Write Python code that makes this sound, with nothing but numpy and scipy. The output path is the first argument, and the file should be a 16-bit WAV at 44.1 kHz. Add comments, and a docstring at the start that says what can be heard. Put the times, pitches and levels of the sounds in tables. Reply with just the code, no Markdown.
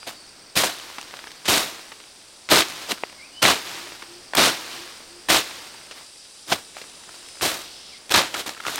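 """A hillside garden, where a short-handled blade chops again and again through weeds into the soil. Each stroke
is a mass of tiny fractures: stems tear, the steel rings and the damped earth thuds. Thick stems snap, wood
knocks once and dry stalks creak by stick-slip friction; cut leaves and twigs patter down. Behind the work,
insects chirr, a cicada whistles once, and far birds whistle and hoot over a soft hush of air."""
import sys
import numpy as np
from scipy import signal
from scipy.fft import rfft, irfft, next_fast_len
from scipy.io import wavfile

SR = 44100
rng = np.random.default_rng(int(sys.argv[2]) if len(sys.argv) > 2 else 0)


def pcm_store(signal):
    """Save signal as 16-bit PCM."""
    levels = np.round(np.clip(np.atleast_2d(signal), -1, 1) * 32767)
    wavfile.write(sys.argv[1], SR, levels.astype(np.int16).T)


N = 387638
TIME = np.arange(N) / SR

# strokes of the blade: start_s, rise_s, in_weeds_s, level_db, t60_s, treble_db, bass_db, soil_db
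CHOPS = [(0.552, 0.022, 0.047, -16, 0.28, 3, -2, -30.5), (0.634, .002, .02, -20, 0.31, -4.5, -6, -45),
         (1.476, .011, 0.099, -15.5, 0.37, 1, -2, -28), (2.507, 0.0063, 0.1, -11.5, 0.094, -2.5, -3.5, -24),
         (3.417, 0.01, 0.094, -11.5, 0.23, -6.5, -3.5, -32), (4.359, 0.015, 0.12, -12, 0.2, -5, -3, -33),
         (5.284, 0.018, 0.091, -12, 0.16, -2, -4.5, -31),
         (6.514, 0.0074, 0.018, -17, 0.036, -24, -0.5, -38), (7.409, 0.017, 0.056, -19, 0.51, 2, -2, -32),
         (8.139, .002, 0.052, -10.5, .26, -13, -7, -29)]
# blade or legs brushing through plants: start_s, swell_s, level_db, t60_s
BRUSHES = [(0.063, 0.011, -30, 0.23), (2.492, 0.015, -21, 0.053), (2.88, 0.031, -23, .13),
           (6.468, 0.059, -24.5, 0.23), (8.101, 0.013, -19.5, 0.21), (8.324, 0.078, -27, 0.12),
           (8.459, 0.0058, -26.5, 0.24), (8.657, 0.013, -30.5, 1.1)]
# spectrum of tearing stems: frequency_hz, level_db
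TEAR_SPECTRUM = [(18, -48), (30, -12), (309, 1.5), (471, -2), (662, 3), (883, -4), (1570, -0.5), (1790, -3),
                 (2660, -2.5), (3740, -2), (7200, -9), (8870, -9), (10900, -15), (12500, -13),
                 (15800, -19.5)]
# damped modes of the steel: pitch_hz, level_db, t60_s
BLADE_MODES = [(322, -24.5, 0.058), (652, -33.5, 0.3), (950, -21.5, 0.014), (1170, -24, 0.017),
               (3840, -21.5, 0.0046)]
# blows on roots and firm clods: start_s, level_db, pitch_hz, t60_s
CLODS = [(0.635, -20, 686, 0.038), (2.517, -14.5, 335, 0.16), (2.924, -30, 251, .035),
         (3.428, -27, 257, 0.088), (4.384, -22.5, 184, 0.12), (6.520, -15, 556, 0.049),
         (7.428, -25.5, 270, .11), (8.204, -24, 400, 0.067)]
# thick stems and twigs breaking: start_s, level_db, pitch_hz, t60_s
SNAPS = [(0.030, -24.5, 1200, 0.013), (0.575, 1, 1810, 0.013), (0.635, -9, 1000, 0.032),
         (0.983, -19, 1020, 0.036), (1.013, -17.5, 3300, 0.011), (1.11, -25, 2200, 0.01),
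         (1.139, -19.5, 1000, .024), (1.241, -20.5, 1490, 0.011), (1.455, -14, 3020, 0.24),
         (1.918, -24.5, 1540, .039), (2.489, -11, 2000, .07), (2.621, -6.5, 1820, 0.035),
         (2.918, -5, 2650, 0.019), (3.427, -3, 5000, 0.022), (3.453, 2, 1500, 0.044),
         (4.022, -22.5, 1380, 0.059), (4.335, -9, 1170, 0.02), (4.349, -9, 1470, .052),
         (4.3525, 2, 13000, 0.003), (5.287, -10.5, 1030, 0.024), (5.306, -7, 2500, 0.012),
         (5.911, -21.5, 2200, .07), (6.767, -19, 1100, 0.031), (6.816, -21, 2000, 0.024),
         (7.411, -15, 1500, .02), (8.095, -15.5, 3000, .008), (8.121, -2, 3000, 0.011),
         (8.161, 5.5, 4000, 0.018), (8.342, -10, 2430, .04), (8.492, -13.5, 2480, 0.027),
         (8.605, -19.5, 1190, 0.011), (8.666, -13, 1710, 0.014), (8.682, -9.5, 1600, 0.012),
         (8.758, -8.5, 7000, .012), (8.783, -13, 1470, .007)]
# damped modes of dry wood: pitch_hz, level_db, t60_s
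WOOD_MODES = [(414, -12.5, 0.008), (920, -7.5, 0.0051), (2000, -16, 0.012), (2620, -11.5, 0.0049)]
# falls of loose leaves and twigs: peak_s, leaves_db, fade_db_per_s, twigs_db
FALLS = [(0.85, -36, 27, -25), (1.2, -43, 18, -23.5), (1.71, -43, 55, -29), (2.831, -34, 77, -27),
         (3.74, -31, 40, -24.5), (4.75, -34, 47, -33), (5.579, -40, 57, -34), (5.98, -40, 132, -37),
         (6.79, -37, 200, -31.5), (7.16, -45, 54, -29.5), (8.39, -35, 200, -26), (8.75, -31, 40, -18)]
# spectrum of rustling leaves: frequency_hz, level_db
LEAF_SPECTRUM = [(29, -54), (50, -22), (141, -12), (202, -14.5), (352, -3), (387, -9), (837, -7),
                 (1200, -5.5), (1680, -6.5), (4000, -6), (8650, -16.5), (15800, -25)]
# dry stalks rubbing: start_s, length_s, level_db
CREAKS = [(8.338, .04, -31.5), (8.564, 0.014, -39), (8.598, 0.01, -33), (8.637, .07, -29),
          (8.685, 0.066, -42)]
# bands of the crickets, the cicadas and one nearer insect's rasp: centre_hz, width_hz, level_db
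CRICKET_BANDS = [(4810, 800, -50), (5700, 510, -58), (8470, 950, -55.5)]
CICADA_BANDS = [(2660, 380, -64), (3560, 1150, -58), (3900, 310, -63), (5200, 1200, -59),
                (6120, 350, -62.5), (7160, 700, -60.5), (7900, 380, -63.5), (9050, 2200, -55.5)]
RASP_BANDS = [(3600, 1700, -48.5), (5140, 1200, -51.5)]
# loudness of each insect chirr, with abrupt steps near 6 and 8 s: time_s, gain_db
CRICKET_GAINS = [(0, -2.5), (2.3, -4.5), (3.2, -1.5), (5.9, -1), (6.9, -3.5), (7.7, 0), (8.1, -6)]
CICADA_GAINS = [(0, 0.5), (0.5, -8), (2.3, -0.5), (3.2, -4), (4.2, -2.5), (5.9, -0.5), (6.05, 1.5),
                (7.4, 4.5), (7.65, 0)]
RASP_GAINS = [(7.5, -50), (7.65, 2), (7.8, 0), (7.98, 0.5), (8.01, -46)]
# whistled glides, of birds except the one at 7.163 s, a cicada's: start_s, length_s, start_hz, end_hz, level_db
WHISTLES = [(0.0, .063, 4870, 4830, -49.5), (0.126, 0.15, 4700, 4280, -54), (3.173, 0.052, 2200, 2090, -49),
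            (3.206, .06, 2140, 2580, -47), (3.326, 0.098, 2850, 3140, -45.5),
            (7.163, 0.32, 5430, 4850, -56), (7.721, .22, 5150, 5200, -51.5),
            (7.915, 0.046, 2480, 1940, -50)]
# a far bird's hoots, all on one rising note: start_s, length_s, level_db
HOOTS = [(3.766, .11, -48), (4.065, 0.15, -48.5), (4.755, .11, -47), (5.085, 0.15, -50)]
# spectrum of the background hush: frequency_hz, level_db
HUSH_SPECTRUM = [(25, -2.5), (70, -1.5), (150, -3), (320, 2), (600, 0.5), (1200, -2), (2000, -3),
                 (3800, -5.5), (7000, -11.5), (10000, -24.5), (12000, -21), (16000, -23)]
# loudness of the background hush: time_s, level_db
HUSH_LEVELS = [(0, -49.5), (2.3, -52.5), (3.2, -50), (5.9, -49), (6.1, -55), (6.5, -53.5), (6.9, -49.5),
               (7.9, -50.5)]


def strokes(slowing_db=-2, stalk_rub_db=0.5):
    """Fracture excites resonance: tearing fibres ring the steel, and force falls as the blade slows."""
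    fibres = crackle(per_s=7000, spread_db=3.5, cycles=9, tick_db=-1)
    fibres += from_db(-3) * rng.standard_normal(N)
    bunches = from_db(1.02 * drift(170))  # stems give way in bunches
    stems = coloured(fibres * bunches, TEAR_SPECTRUM)
    steel = sum(from_db(db) * unit_rms(ring(fibres, hz, t60)) for hz, db, t60 in BLADE_MODES)
    tear = unit_rms(stems + steel)
    bands = np.array([filtered(tear, 5400, "high", order=1),  # thin leaves
                      filtered(tear, [2800, 5000], "band", order=1),  # stiff stalks
                      filtered(tear, 910, "low", order=1)])  # roots and soil
    chops = [(s, rise, length, db, slowing_db, t60, [treble_db, 0, bass_db])
             for s, rise, length, db, t60, treble_db, bass_db, _ in CHOPS]
    brushes = [(s, swell, swell, db, 0, t60, [0, stalk_rub_db, 0]) for s, swell, db, t60 in BRUSHES]
    out, t = np.zeros(N), TIME[:SR]
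    for s, rise, length, db, drop_db, t60, tone_db in chops + brushes:
        force = np.minimum(t / rise, 1) * from_db(db + drop_db * np.minimum(t / length, 1))
        force *= decay(np.maximum(t - length, 0), t60)
        part = slice(round(s * SR), round(s * SR) + SR)
        sound = tear[part] + (from_db(tone_db) - 1) @ bands[:, part]
        add(out, s, sound * force[:len(sound)])
    return out


def thuds(soil_delay_s=0.01448, soil_hz=103, soil_t60_s=0.13):
    """Heavy damping: struck earth gives a brief band of low noise; roots and clods sound higher."""
    out, t = np.zeros(N), TIME[:SR // 4]
    soil = [(s + soil_delay_s, soil_db, soil_hz, soil_t60_s) for s, *_, soil_db in CHOPS]
    for s, db, hz, t60 in soil + CLODS:
        earth = unit_rms(filtered(rng.standard_normal(len(t)), [hz * 0.7, hz * 2.04], "band"))
        add(out, s, from_db(db + 2) * earth * decay(t, t60))
    return out


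def snaps(splinter_db=-3, click_db=-1.5, gain_db=-1.5):
    """Brittle fracture: one impulse and a run of splinters, coloured by the stem's thickness."""
    out, t = np.zeros(N), TIME[:SR // 10]
    for s, db, hz, t60 in SNAPS + twigs():
        splinters = rng.standard_normal(len(t)) * (rng.random(len(t)) < .15)
        burst = from_db(splinter_db) * splinters * decay(t, t60)
        burst[0] += 1  # the stem parts
        body = filtered(burst, [hz * .5, hz * 1.64], "band", order=1)
        crack = filtered(body + from_db(click_db) * burst, hz * 2.45, "low")
        crack = filtered(crack, 220, "high")
        add(out, s, from_db(db + gain_db) * crack / np.abs(crack).max())
    return out


def twigs(per_fall=10, lead_s=.08, span_s=.41, spread_db=6, fade_db_per_s=3, low_hz=1000, high_hz=3180):
    """Random impacts: each fall scatters rows of small snaps, the thinner twigs higher in pitch."""
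    rows, t60 = [], 0.013
    for s, _, _, db in FALLS:
        for when, size, thinness in rng.random((per_fall, 3)):
            late_s = span_s * when - lead_s
            level_db = db - fade_db_per_s * abs(late_s) + spread_db * (size - .5)
            rows.append((s + late_s, level_db, low_hz * (high_hz / low_hz) ** thinness, t60))
    return rows


def knock(start_s=3.036, contact_hz=4000):
    """Modal vibration: one firm contact rings the wood for a few cycles."""
    out, t = np.zeros(N), TIME[:SR // 10]
    modes = sum((-1) ** k * from_db(db) * decay(t, t60) * np.sin(2 * np.pi * hz * t)
                for k, (hz, db, t60) in enumerate(WOOD_MODES))
    add(out, start_s, filtered(modes, contact_hz, "low"))
    return out


def leaves(crumbs_per_s=110):
    """Superposition: countless light impacts of leaves merge into a rustle, with ticks of soil."""
    patter = crackle(per_s=2200, spread_db=2.5, cycles=7, tick_db=-5.5)
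    patter += from_db(4.5) * rng.standard_normal(N)
    crumbs = unit_rms(rng.standard_normal(N) * (rng.random(N) < crumbs_per_s / SR))
    patter += from_db(-5.5) * crumbs
    flutter = from_db(0.57 * drift(50))
    return from_db(-3.5) * leaf_motion() * coloured(patter * flutter, LEAF_SPECTRUM)


def leaf_motion(sway_db=-15, sway_fade_db_per_s=44.5, full_sweep_s=0.097, build_s=.5, round_db=1.7):
    """Incoherent sources add in power: swaying plants and falling leaves share one envelope."""
    power, t = np.zeros(N), TIME[:2 * SR]
    for s, _, length, db, *_ in CHOPS:
        stirred = length / full_sweep_s  # a shorter sweep stirs fewer plants
        sway = stirred * from_db(db + sway_db - sway_fade_db_per_s * t)
        add(power, s + length, sway ** 2)
    for s, db, fade_db_per_s, _ in FALLS:
        loss_db = fade_db_per_s * (t - build_s)
        loss_db = np.where(loss_db < 0, (loss_db / round_db) ** 2, loss_db)  # rounded rise to the peak
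        add(power, s - build_s, from_db(db - np.minimum(loss_db, 100)) ** 2)
    return np.sqrt(power)


def creaks(slips_per_s=880, stalk_hz=1390, t60_s=0.0086):
    """Stick-slip friction: uneven slips excite the resonance of a hollow stalk."""
    out, t = np.zeros(N), TIME[:SR // 4]
    for s, length, db in CREAKS:
        slips = rng.standard_normal(len(t)) * (rng.random(len(t)) < slips_per_s / SR)
        rub = np.sin(np.pi * np.minimum(t / length, 1))
        add(out, s, from_db(db) * rub * unit_rms(ring(slips, stalk_hz, t60_s)))
    return out


def insects(bands, gains, flutter_db):
    """Narrow-band noise: insect pulses of unrelated phase blur into a fluttering chirr."""
    out = np.zeros(N)
    for hz, width, db in bands:
        buzz = filtered(rng.standard_normal(N), [hz - width / 2, hz + width / 2], "band")
        out += from_db(db + flutter_db * drift(140)) * unit_rms(buzz)
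    return gain_curve(gains) * out


def far_calls(whistle_waver_hz=36, hoot_glide_hz=(339, 357), hoot_waver_hz=2.5, echo_db=-2, echo_t60_s=.37):
    """Frequency modulation and scattering: notes glide and quaver; foliage echoes the high ones."""
    calls, quaver = np.zeros(N), drift(260)
    whistles = [(*note, whistle_waver_hz) for note in WHISTLES]
    hoots = [(s, length, *hoot_glide_hz, db, hoot_waver_hz) for s, length, db in HOOTS]
    for s, length, start_hz, end_hz, db, waver_hz in whistles + hoots:
        progress = np.linspace(0, 1, int(length * SR))
        glide_hz = np.interp(progress, [0, 1], [start_hz, end_hz])
        hz = glide_hz + waver_hz * quaver[int(s * SR):][:len(progress)]
        swell = np.sqrt(2 * np.abs(np.sin(np.pi * progress)))
        add(calls, s, from_db(db) * swell * np.sin(2 * np.pi * np.cumsum(hz) / SR))
    foliage = rng.standard_normal(SR // 2) * decay(TIME[:SR // 2], echo_t60_s)
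    foliage = filtered(foliage, 1200, "high")
    echo = signal.fftconvolve(calls, foliage / np.linalg.norm(foliage))[:N]
    return calls + from_db(echo_db) * echo


def background_hush():
    """Broadband ambient noise: its level wavers slightly and drops abruptly near 6 s."""
    return gain_curve(HUSH_LEVELS) * coloured(rng.standard_normal(N), HUSH_SPECTRUM)


def crackle(per_s, spread_db, cycles, tick_db):
    """A Poisson process: fibres break at random, each with a tick and a brief ring; nearly white."""
    at = np.flatnonzero(rng.random(N) < per_s / SR)
    size, sign, tick_sign, pitch = rng.random((4, N))[:, at]
    sizes = from_db(spread_db * np.minimum(-np.log(1 - size), 4))
    pitches_hz = np.geomspace(300, 15000, 16)
    weights = np.sqrt(pitches_hz)  # thin fibres are more common
    pitch_index = np.searchsorted(np.cumsum(weights) / weights.sum(), pitch)
    rings = np.zeros(N)
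    for k, hz in enumerate(pitches_hz):
        clicks = np.bincount(at, sizes * np.sign(sign - .5) * (pitch_index == k), N)
        rings += weights[k] * unit_rms(ring(clicks, hz, cycles / hz))
    ticks = np.bincount(at, sizes * np.sign(tick_sign - .5), N)
    return unit_rms(unit_rms(rings) + from_db(tick_db) * unit_rms(ticks))


def ring(x, hz, t60):
    """A damped harmonic oscillator driven by x."""
    radius, angle = decay(1 / SR, t60), 2 * np.pi * hz / SR
    return signal.lfilter([1, 0, -1], [1, -2 * radius * np.cos(angle), radius ** 2], x + 1e-18)


def coloured(x, spectrum):
    """Spectral shaping of a steady texture, at unit power."""
    hz, db = np.transpose(spectrum)
    size = next_fast_len(N)
    bins_hz = np.maximum(np.arange(size // 2 + 1) * SR / size, 1)
    gains = from_db(np.interp(np.log(bins_hz), np.log(hz), db))
    return unit_rms(irfft(rfft(x, size) * gains, size)[:N])


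def filtered(x, hz, kind, order=2):
    """Filtering with a maximally flat passband."""
    return signal.sosfilt(signal.butter(order, np.clip(hz, 10, .45 * SR), kind, fs=SR, output="sos"), x)


def drift(knots_per_s):
    """Random modulation of unit power."""
    knots = rng.standard_normal(2 * N // 40)
    return unit_rms(np.interp(TIME * knots_per_s, np.arange(len(knots)), knots))


def gain_curve(rows):
    """Interpolation of time_s, level_db rows into a gain for every sample."""
    return from_db(np.interp(TIME, *np.transpose(rows)))


def decay(t, t60):
    """Exponential decay: 60 dB in t60 seconds."""
    return from_db(-60 * t / t60)


def from_db(db):
    """Amplitude ratio of a level in decibels."""
    return 10 ** (np.asarray(db) / 20)


def unit_rms(x):
    """Normalisation to unit power."""
    return x / np.sqrt(np.mean(x ** 2) + 1e-20)


def add(out, start_s, sound):
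    """Superposition of a short sound on a longer one."""
    at = max(0, round(start_s * SR))
    out[at:at + len(sound)] += sound[:max(0, N - at)]


def scene():
    """Pressures add linearly: the work in front and the hillside behind, in one channel."""
    work = strokes() + thuds() + snaps() + knock()
    undergrowth = leaves() + creaks()
    hush = background_hush()
    crickets = insects(CRICKET_BANDS, CRICKET_GAINS, flutter_db=2)
    cicadas = insects(CICADA_BANDS, CICADA_GAINS, flutter_db=1)
    rasp = insects(RASP_BANDS, RASP_GAINS, flutter_db=1.3)
    return (work + undergrowth + crickets + cicadas + rasp + far_calls() + hush)[None]


def record(dry):
    """Band limiting and soft saturation: the top is cut and the highest peaks are rounded."""
    cutoff_hz = 16000
    lowpass = signal.ellip(10, .1, 80, cutoff_hz, fs=SR, output="sos")
    limited = signal.sosfilt(lowpass, dry)
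    rounded = limited / (1 + (limited ** 2 / .8) ** 3) ** (1 / 6)
    return signal.sosfilt(lowpass, rounded)


dry = scene()
out = record(dry)
pcm_store(out)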